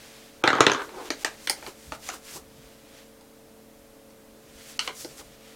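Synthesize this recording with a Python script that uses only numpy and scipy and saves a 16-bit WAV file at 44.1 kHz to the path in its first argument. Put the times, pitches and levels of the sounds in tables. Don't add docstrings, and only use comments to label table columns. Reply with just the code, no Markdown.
import sys
import numpy as np
from scipy import signal
from scipy.fft import rfft, irfft, next_fast_len
from scipy.io import wavfile
from scipy.ndimage import uniform_filter1d, minimum_filter1d

SR = 44100
rng = np.random.default_rng(int(sys.argv[2]) if len(sys.argv) > 2 else 0)


def volts(x):
    e = np.asarray(x, float) / 20
    return 10 ** e


def bounce(signal):
    frames = np.transpose(np.atleast_2d(signal))
    limited = np.clip(frames, -1, 1)
    pcm = np.round(limited * 32767).astype(np.int16)
    wavfile.write(sys.argv[1], SR, pcm)


N = 244755


def level(x, db):
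    return x * volts(db) / np.sqrt(np.mean(x ** 2))


def colour(x, gain_of_hz):
    size = next_fast_len(len(x))
    hz = np.arange(size // 2 + 1) * SR / size + 1
    return irfft(rfft(x, size) * gain_of_hz(hz), size)[:len(x)]


def curve(table, hz):
    corner_hz, db = np.transpose(table)
    return np.interp(np.log(hz), np.log(corner_hz), db)


def resonate(x, modes):
    def gain(f):
        return sum(volts(db) / (1 + ((f - hz ** 2 / f) / width) ** 2) for hz, width, db in modes)
    return colour(x, gain)


def ring_on(x, modes):
    t = np.arange(SR // 4) / SR
    response = 0
    for hz, width, db in modes:
        response = response + volts(db) * np.sin(2 * np.pi * hz * t) * np.exp(-np.pi * width * t)
    return signal.fftconvolve(x, response)[:N]


def highpass(x, order, hz):
    return signal.sosfilt(signal.butter(order, hz, "high", fs=SR, output="sos"), x)


def lowpass(order, hz):
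    return signal.butter(order, hz, fs=SR, output="sos")


def walk(rate):
    hold = int(SR / rate)
    steps = np.repeat(rng.standard_normal(N // hold + 1), hold)
    return uniform_filter1d(uniform_filter1d(steps, hold), hold)[:N]


# frequency in Hz, rms level in dB.
FAN_TONES = [(134.6, -70), (220.7, -62.5), (269.2, -65), (301.5, -67), (446.8, -59.5), (522.2, -70),
             (549.1, -61.5), (586.8, -69), (672.9, -72)]
# frequency in Hz, density in dB per Hz.
AIR_COLOUR = [(12, -20.5), (20, -4), (44, -4.5), (168, -11), (228, -5), (285, -6), (388, -8.5), (446, -11),
              (499, -9.5), (542, -14), (624, -8.5), (1000, -15), (2820, -21), (12100, -24), (16000, -26)]


def background():
    air = level(colour(rng.standard_normal(N), lambda f: volts(curve(AIR_COLOUR, f))), -55)
    for hz, db in FAN_TONES:
        phase = 2 * np.pi * np.cumsum(hz + 2.14 * walk(11)) / SR
        air = air + np.sqrt(2) * volts(db + 1.5 * walk(11)) * np.sin(phase)
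    return air


def swell(table, column=3):
    t, power = np.arange(N) / SR, 0
    for row in table:
        s, rise_s, fall_s = row[:3]
        off = np.abs(t - s) / np.where(t < s, rise_s, fall_s)
        power = power + volts(row[column] - 14.5 * off ** 1.32) ** 2
    return np.sqrt(power)


def rub(modes, gain, grain_db, flicker_db):
    grain_size = np.minimum(rng.exponential(size=N), 4.5)
    grains = rng.standard_normal(N) * volts(grain_db * grain_size)
    return level(resonate(grains, modes), 0) * gain * volts(flicker_db * walk(45))


# peak in seconds, rise in seconds, fall in seconds, level in dB.
LEANS = [(1.0, .9, .9, -64), (1.25, .06, 0.053, -59), (1.68, .08, .06, -55.5), (1.9, 0.069, 0.085, -47.5),
         (2.07, .06, 0.13, -59), (2.378, 0.05, 0.056, -48), (2.5, 0.11, 0.076, -55.5),
         (2.64, 0.097, 0.066, -52), (4.58, .07, 0.034, -54), (5.0, 0.52, 0.36, -60.5),
         (5.28, 0.13, .1, -59)]
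# frequency in Hz, width in Hz, level in dB.
LEAN_MODES = [(58, 35, 0), (147, 28, -1.5)]


def leaning_arms():
    return rub(LEAN_MODES, swell(LEANS), grain_db=1.1, flicker_db=2.5)


# peak in seconds, rise in seconds, fall in seconds, level in dB.
DRAG_STROKES = [
    (0.98, 0.065, 0.12, -38),
    (1.23, 0.016, 0.05, -48.5),
    (1.59, 0.017, 0.028, -52),
    (1.68, 0.045, 0.034, -41.5),
    (1.95, .03, .04, -65.5),
    (2.14, 0.055, 0.048, -45.5),
    (2.37, 0.034, 0.046, -47.5),
    (4.9, 0.046, 0.039, -46),
    (5.07, .02, .02, -60),
    (5.215, 0.055, 0.019, -50),
]
# frequency in Hz, width in Hz, level in dB.
DRAG_MODES = [(378, 203, 16), (767, 77, 8.5), (1037, 550, 7)]


def dragged_case():
    return rub(DRAG_MODES, swell(DRAG_STROKES), grain_db=3, flicker_db=2.5)


# fastest motion in seconds, rise in seconds,
# fall in seconds, skin hiss in dB, case scrape in dB.
HAND_STROKES = [(0.1, 0.9, 0.45, -61.5, -51), (0.85, 0.12, 0.087, -53, -56), (1.07, 0.22, 0.15, -57.5, -46),
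                (1.22, 0.065, 0.12, -49.5, -47), (1.34, 0.067, 0.11, -72, -52),
                (1.45, 0.11, 0.12, -50, -51.5), (1.58, .05, 0.095, -56.5, -49.5),
                (1.68, 0.075, 0.049, -49, -47.5), (1.86, 0.25, 0.13, -55, -54.5),
                (1.95, 0.055, 0.021, -49.5, -50), (2.07, .07, 0.073, -44, -44),
                (2.14, 0.033, 0.044, -43.5, -45), (2.3, 0.09, .06, -49, -46.5),
                (2.365, 0.079, 0.036, -40.5, -47.5), (2.62, 0.32, 0.6, -65.5, -58),
                (2.98, 0.14, 0.1, -76.5, -52), (4.6, 0.24, .1, -63.5, -56.5),
                (4.71, 0.17, 0.077, -49, -47.5), (4.85, 0.098, .07, -45.5, -44.5),
                (5.01, 0.082, 0.071, -42, -49), (5.11, .08, 0.084, -52.5, -54),
                (5.195, .05, 0.035, -46, -47.5), (5.25, .04, .07, -59.5, -61),
                (5.5, 0.36, 0.29, -72.5, -53.5)]
# frequency in Hz, width in Hz, level in dB.
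SKIN_MODES = [(6180, 6000, 6), (10880, 13000, -8.5)]
# frequency in Hz, width in Hz, level in dB.
SCRAPE_MODES = [(2330, 6300, 36), (4300, 1800, -31)]


def hand_strokes():
    hiss = rub(SKIN_MODES, swell(HAND_STROKES, column=3), grain_db=2.5, flicker_db=1.5)
    scrape = rub(SCRAPE_MODES, swell(HAND_STROKES, column=4), grain_db=3, flicker_db=1.5)
    return hiss + scrape


# peak in seconds, rise in seconds, fall in seconds, level in dB.
PAN_RATTLES = [
    (0.46, 0.022, .06, -26),
    (0.57, 0.08, .06, -28),
    (0.63, 0.026, .06, -27),
    (0.76, .09, 0.095, -31),
]
# frequency in Hz, width in Hz, level in dB.
PAN_MODES = [(410, 200, 1), (1090, 630, 5.5), (1530, 500, 1), (3460, 1800, -10.5)]


def rattling_pans():
    return rub(PAN_MODES, swell(PAN_RATTLES), grain_db=4, flicker_db=2.5)


# body, main, edge, tick and snap, in Hz.
GROUP_BORDERS_HZ = [900, 2400, 4500, 8000]
CRUSH_SHARE = [0, .3, 1, 1, 1]


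def knocks(table, tone, cycles, contact_s, grit_db, scatter_db, snap_db):
    length, grit_length = 4096, 2048
    out, t = np.zeros((2, N + length)), np.arange(length) / SR
    burst_t = t[:grit_length]
    ladder = np.geomspace(300, 14500, num=30)
    member = np.digitize(ladder, GROUP_BORDERS_HZ) == np.arange(5)[:, None]
    weight = (-1) ** np.arange(30) * ladder ** .6 * volts(curve(tone, ladder))
    life = cycles * (ladder[:, None] / 1000) ** 0.29
    crush = np.outer(CRUSH_SHARE, volts(-8.5) * np.exp(-burst_t / 0.0014))
    grit = volts(grit_db) * np.exp(-burst_t / contact_s)
    for s, peak_db, body_db, edge_db, tick_db in table:
        shift, size = rng.standard_normal((2, 30))
        cycle = np.outer(ladder * (1 + 0.022 * shift), t)
        decay = np.exp(-np.log(1000) * cycle / life)
        ring = np.sin(2 * np.pi * cycle) * decay * (1 - np.exp(-cycle / 0.36)) ** 2
        contact = rng.standard_normal(grit_length) * (grit + crush)
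        contact[:, 0] = 1
        plain = (member * weight * volts(scatter_db * size)) @ ring
        gritty = signal.fftconvolve(plain, contact, axes=1)[:, :length]
        groups = np.array([gritty, plain])
        groups /= np.abs(groups).max(axis=2, keepdims=True)
        group_db = np.array([body_db, 0, edge_db, tick_db, tick_db + snap_db])
        start = int(s * SR)
        out[:, start:start + length] += volts(peak_db - 0.5 + group_db) @ groups
    return out[:, :N]


# start in seconds, peak in dB, then hollow body, edge and tick in dB against the peak.
CLICK_KNOCKS = [
    (0.8909, -34, -41, -2.5, -25),
    (1.2466, -15.5, -6, 1.5, 2),
    (1.6257, -33.5, -2.5, -4, -5),
    (1.645, -44, 1.5, -13, -16),
    (1.6641, -31, -7, 3, -7),
    (1.9207, -24.5, -2.5, 0.5, -7),
    (2.0886, -21.5, -9, -3, 1.5),
    (2.0994, -31.5, -30, 3, -8),
    (2.1374, -34.5, -10, -13, -10),
    (2.3965, -56, 0, 4, 2),
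]
LATCH_KNOCKS = [
    (1.4729, -20.5, -12.5, 4, -2),
    (1.497, -16.5, -5.5, 1.6, 8),
]
SNAP_KNOCKS = [
    (4.792, -15, -20, 7.2, 1.7),
]
TAP_KNOCKS = [
    (4.8758, -19, -9, 0.5, -5.5),
    (5.1916, -43, -2, -9, -4),
]
HOLLOW_KNOCKS = [
    (1.1036, -20, 1.2, 7, 3),
    (5.0465, -36, 7.8, 3, 9),
]
TICK_KNOCKS = [
    (3.21, -52, -1, 3.2, 6.2),
    (4.105, -53, -10, 1.8, 1.8),
]
# frequency in Hz, level in dB per Hz.
CLICK_TONE = [(160, -37), (300, -4.5), (480, -3.5), (700, 3.5), (900, -3), (1300, 1), (2200, -3.5),
              (7330, -12.5), (15000, -35)]
LATCH_TONE = [(160, -37), (280, -7), (420, -5.5), (700, -19), (1810, -1.5), (2000, -4.5), (3700, -2.5),
              (5250, 2), (6860, -6), (9570, -11.5), (11300, -32.5), (13100, -13), (15000, -35)]
SNAP_TONE = [(160, -52), (280, -28), (899, -17), (1060, 0), (1780, -11), (1900, -5), (2840, -5.5),
             (3580, -6.5), (4090, -3), (6740, -12), (15000, -61)]
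HOLLOW_TONE = [(160, -20), (300, -1), (410, 5), (540, -9), (1000, -18.5), (1510, 3), (2300, -1),
               (4500, -1.5), (15000, -38)]


def small_knocks():
    out = 0
    for table, tone, snap_db in [(CLICK_KNOCKS, CLICK_TONE, -7), (LATCH_KNOCKS, LATCH_TONE, -1.5),
                                 (SNAP_KNOCKS, SNAP_TONE, -13), (TAP_KNOCKS, CLICK_TONE, -12),
                                 (HOLLOW_KNOCKS, HOLLOW_TONE, -10), (TICK_KNOCKS, SNAP_TONE, -3)]:
        out = out + knocks(table, tone, cycles=8.2, contact_s=0.011, grit_db=-30, scatter_db=2.0, snap_db=snap_db)
    return out


# frequency in Hz, width in Hz, level in dB.
BOOM_MODES = [(139, 6.1, -28.5), (303, 150, 1.5)]


def desk_boom(blow):
    return highpass(0.012 * ring_on(np.abs(blow), BOOM_MODES), 4, 118)


# start in seconds, peak in dB,
# then hollow body, edge and tick in dB against the peak.
DROP_KNOCKS = [(0.4385, -6, -3.5, -3.5, -15.5), (0.476, -4, -7, -2.5, -15), (0.5033, -8, -12.5, -12, -19),
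               (0.5297, -11, -7.5, -5, -22), (0.5519, -19, 1, -9, -12.5), (0.5844, -21, 1.5, -12, -22.5),
               (0.6055, -3.5, -1.5, -1, -5), (0.6658, -8, -2.5, 5.5, -5.5), (0.6973, -12, -9, 1, -11),
               (0.7166, -18.5, 0.5, 5, 0), (0.7333, -26.5, -4, -18, 2), (0.7474, -18, -12, -4, -16.5),
               (0.8199, -37.5, -18, -20, -0.5)]
# frequency in Hz, level in dB per Hz.
DROP_TONE = [(160, -30), (300, -1.5), (420, 1.5), (850, -5), (1200, -0.5), (1700, -5), (3400, -7.5),
             (4800, -17.5), (6200, -9.5), (15000, -50)]
# frequency in Hz, width in Hz, level in dB.
CASE_MODES = [(416, 17, -27.5), (1145, 62, -26), (1290, 45.4, -30.5), (1686, 180, -5.5), (2038, 160, -5.5),
              (3230, 190, -17), (6780, 200, -6.5)]


def dropped_case():
    drop = knocks(DROP_KNOCKS, DROP_TONE, cycles=8.0, contact_s=0.024, grit_db=-32.5, scatter_db=3.25, snap_db=-12.5)
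    return drop + 0.045 * ring_on(drop[0], CASE_MODES)


# frequency in Hz, 60 dB decay time in seconds, level in dB.
ROOM_BANDS = [(150, 0.14, -10.5), (400, 0.63, -13.5), (1150, 0.19, 0), (3350, 0.2, -7), (6300, 0.18, -4.5),
              (12500, 0.13, 2.5)]
# delay in seconds, level in dB.
DESK_REPEATS = [(.0023, -21), (.0047, -24.5)]


def room(x, wet):
    t = np.arange(SR // 2) / SR
    tail = np.zeros(len(t))
    for hz, t60, db in ROOM_BANDS:
        band = resonate(rng.standard_normal(len(t)), [(hz, 1.86 * hz, db)])
        tail += 0.039 * band * np.exp(-np.log(1000) * t / t60) * (1 - np.exp(-t / 0.001))
    echoes = sum(volts(db) * np.roll(x, int(delay * SR)) for delay, db in DESK_REPEATS)
    return x + echoes + signal.fftconvolve(wet, tail)[:N]


def scene():
    rubbing = leaning_arms() + dragged_case() + hand_strokes() + rattling_pans()
    small, drop = small_knocks(), dropped_case()
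    to_walls = volts(0.5) * drop[1] + volts(1) * small[1]
    heard = highpass(room(drop[0] + small[0], to_walls), 3, 230)
    return (heard + desk_boom(drop[0]) + rubbing + background())[None]


def band_limit(x):
    return signal.sosfilt(signal.butter(12, 16300, fs=SR, output="sos"), x)


def record(dry):
    envelope = np.sqrt(uniform_filter1d(dry ** 2, size=128) + 1e-12)
    ahead = np.roll(-minimum_filter1d(-envelope, size=280), -330)
    low = signal.sosfiltfilt(lowpass(4, 1300), dry)

    def keep(margin_db):
        return np.clip(volts(margin_db) * envelope / ahead, 0, 1) ** 4

    ducked = (dry - low) * keep(22.5) + low * keep(30)
    soft = signal.sosfilt(lowpass(8, 16000), ducked)
    return band_limit(np.clip(soft, -1, 1))


dry = scene()
out = record(dry)
bounce(out)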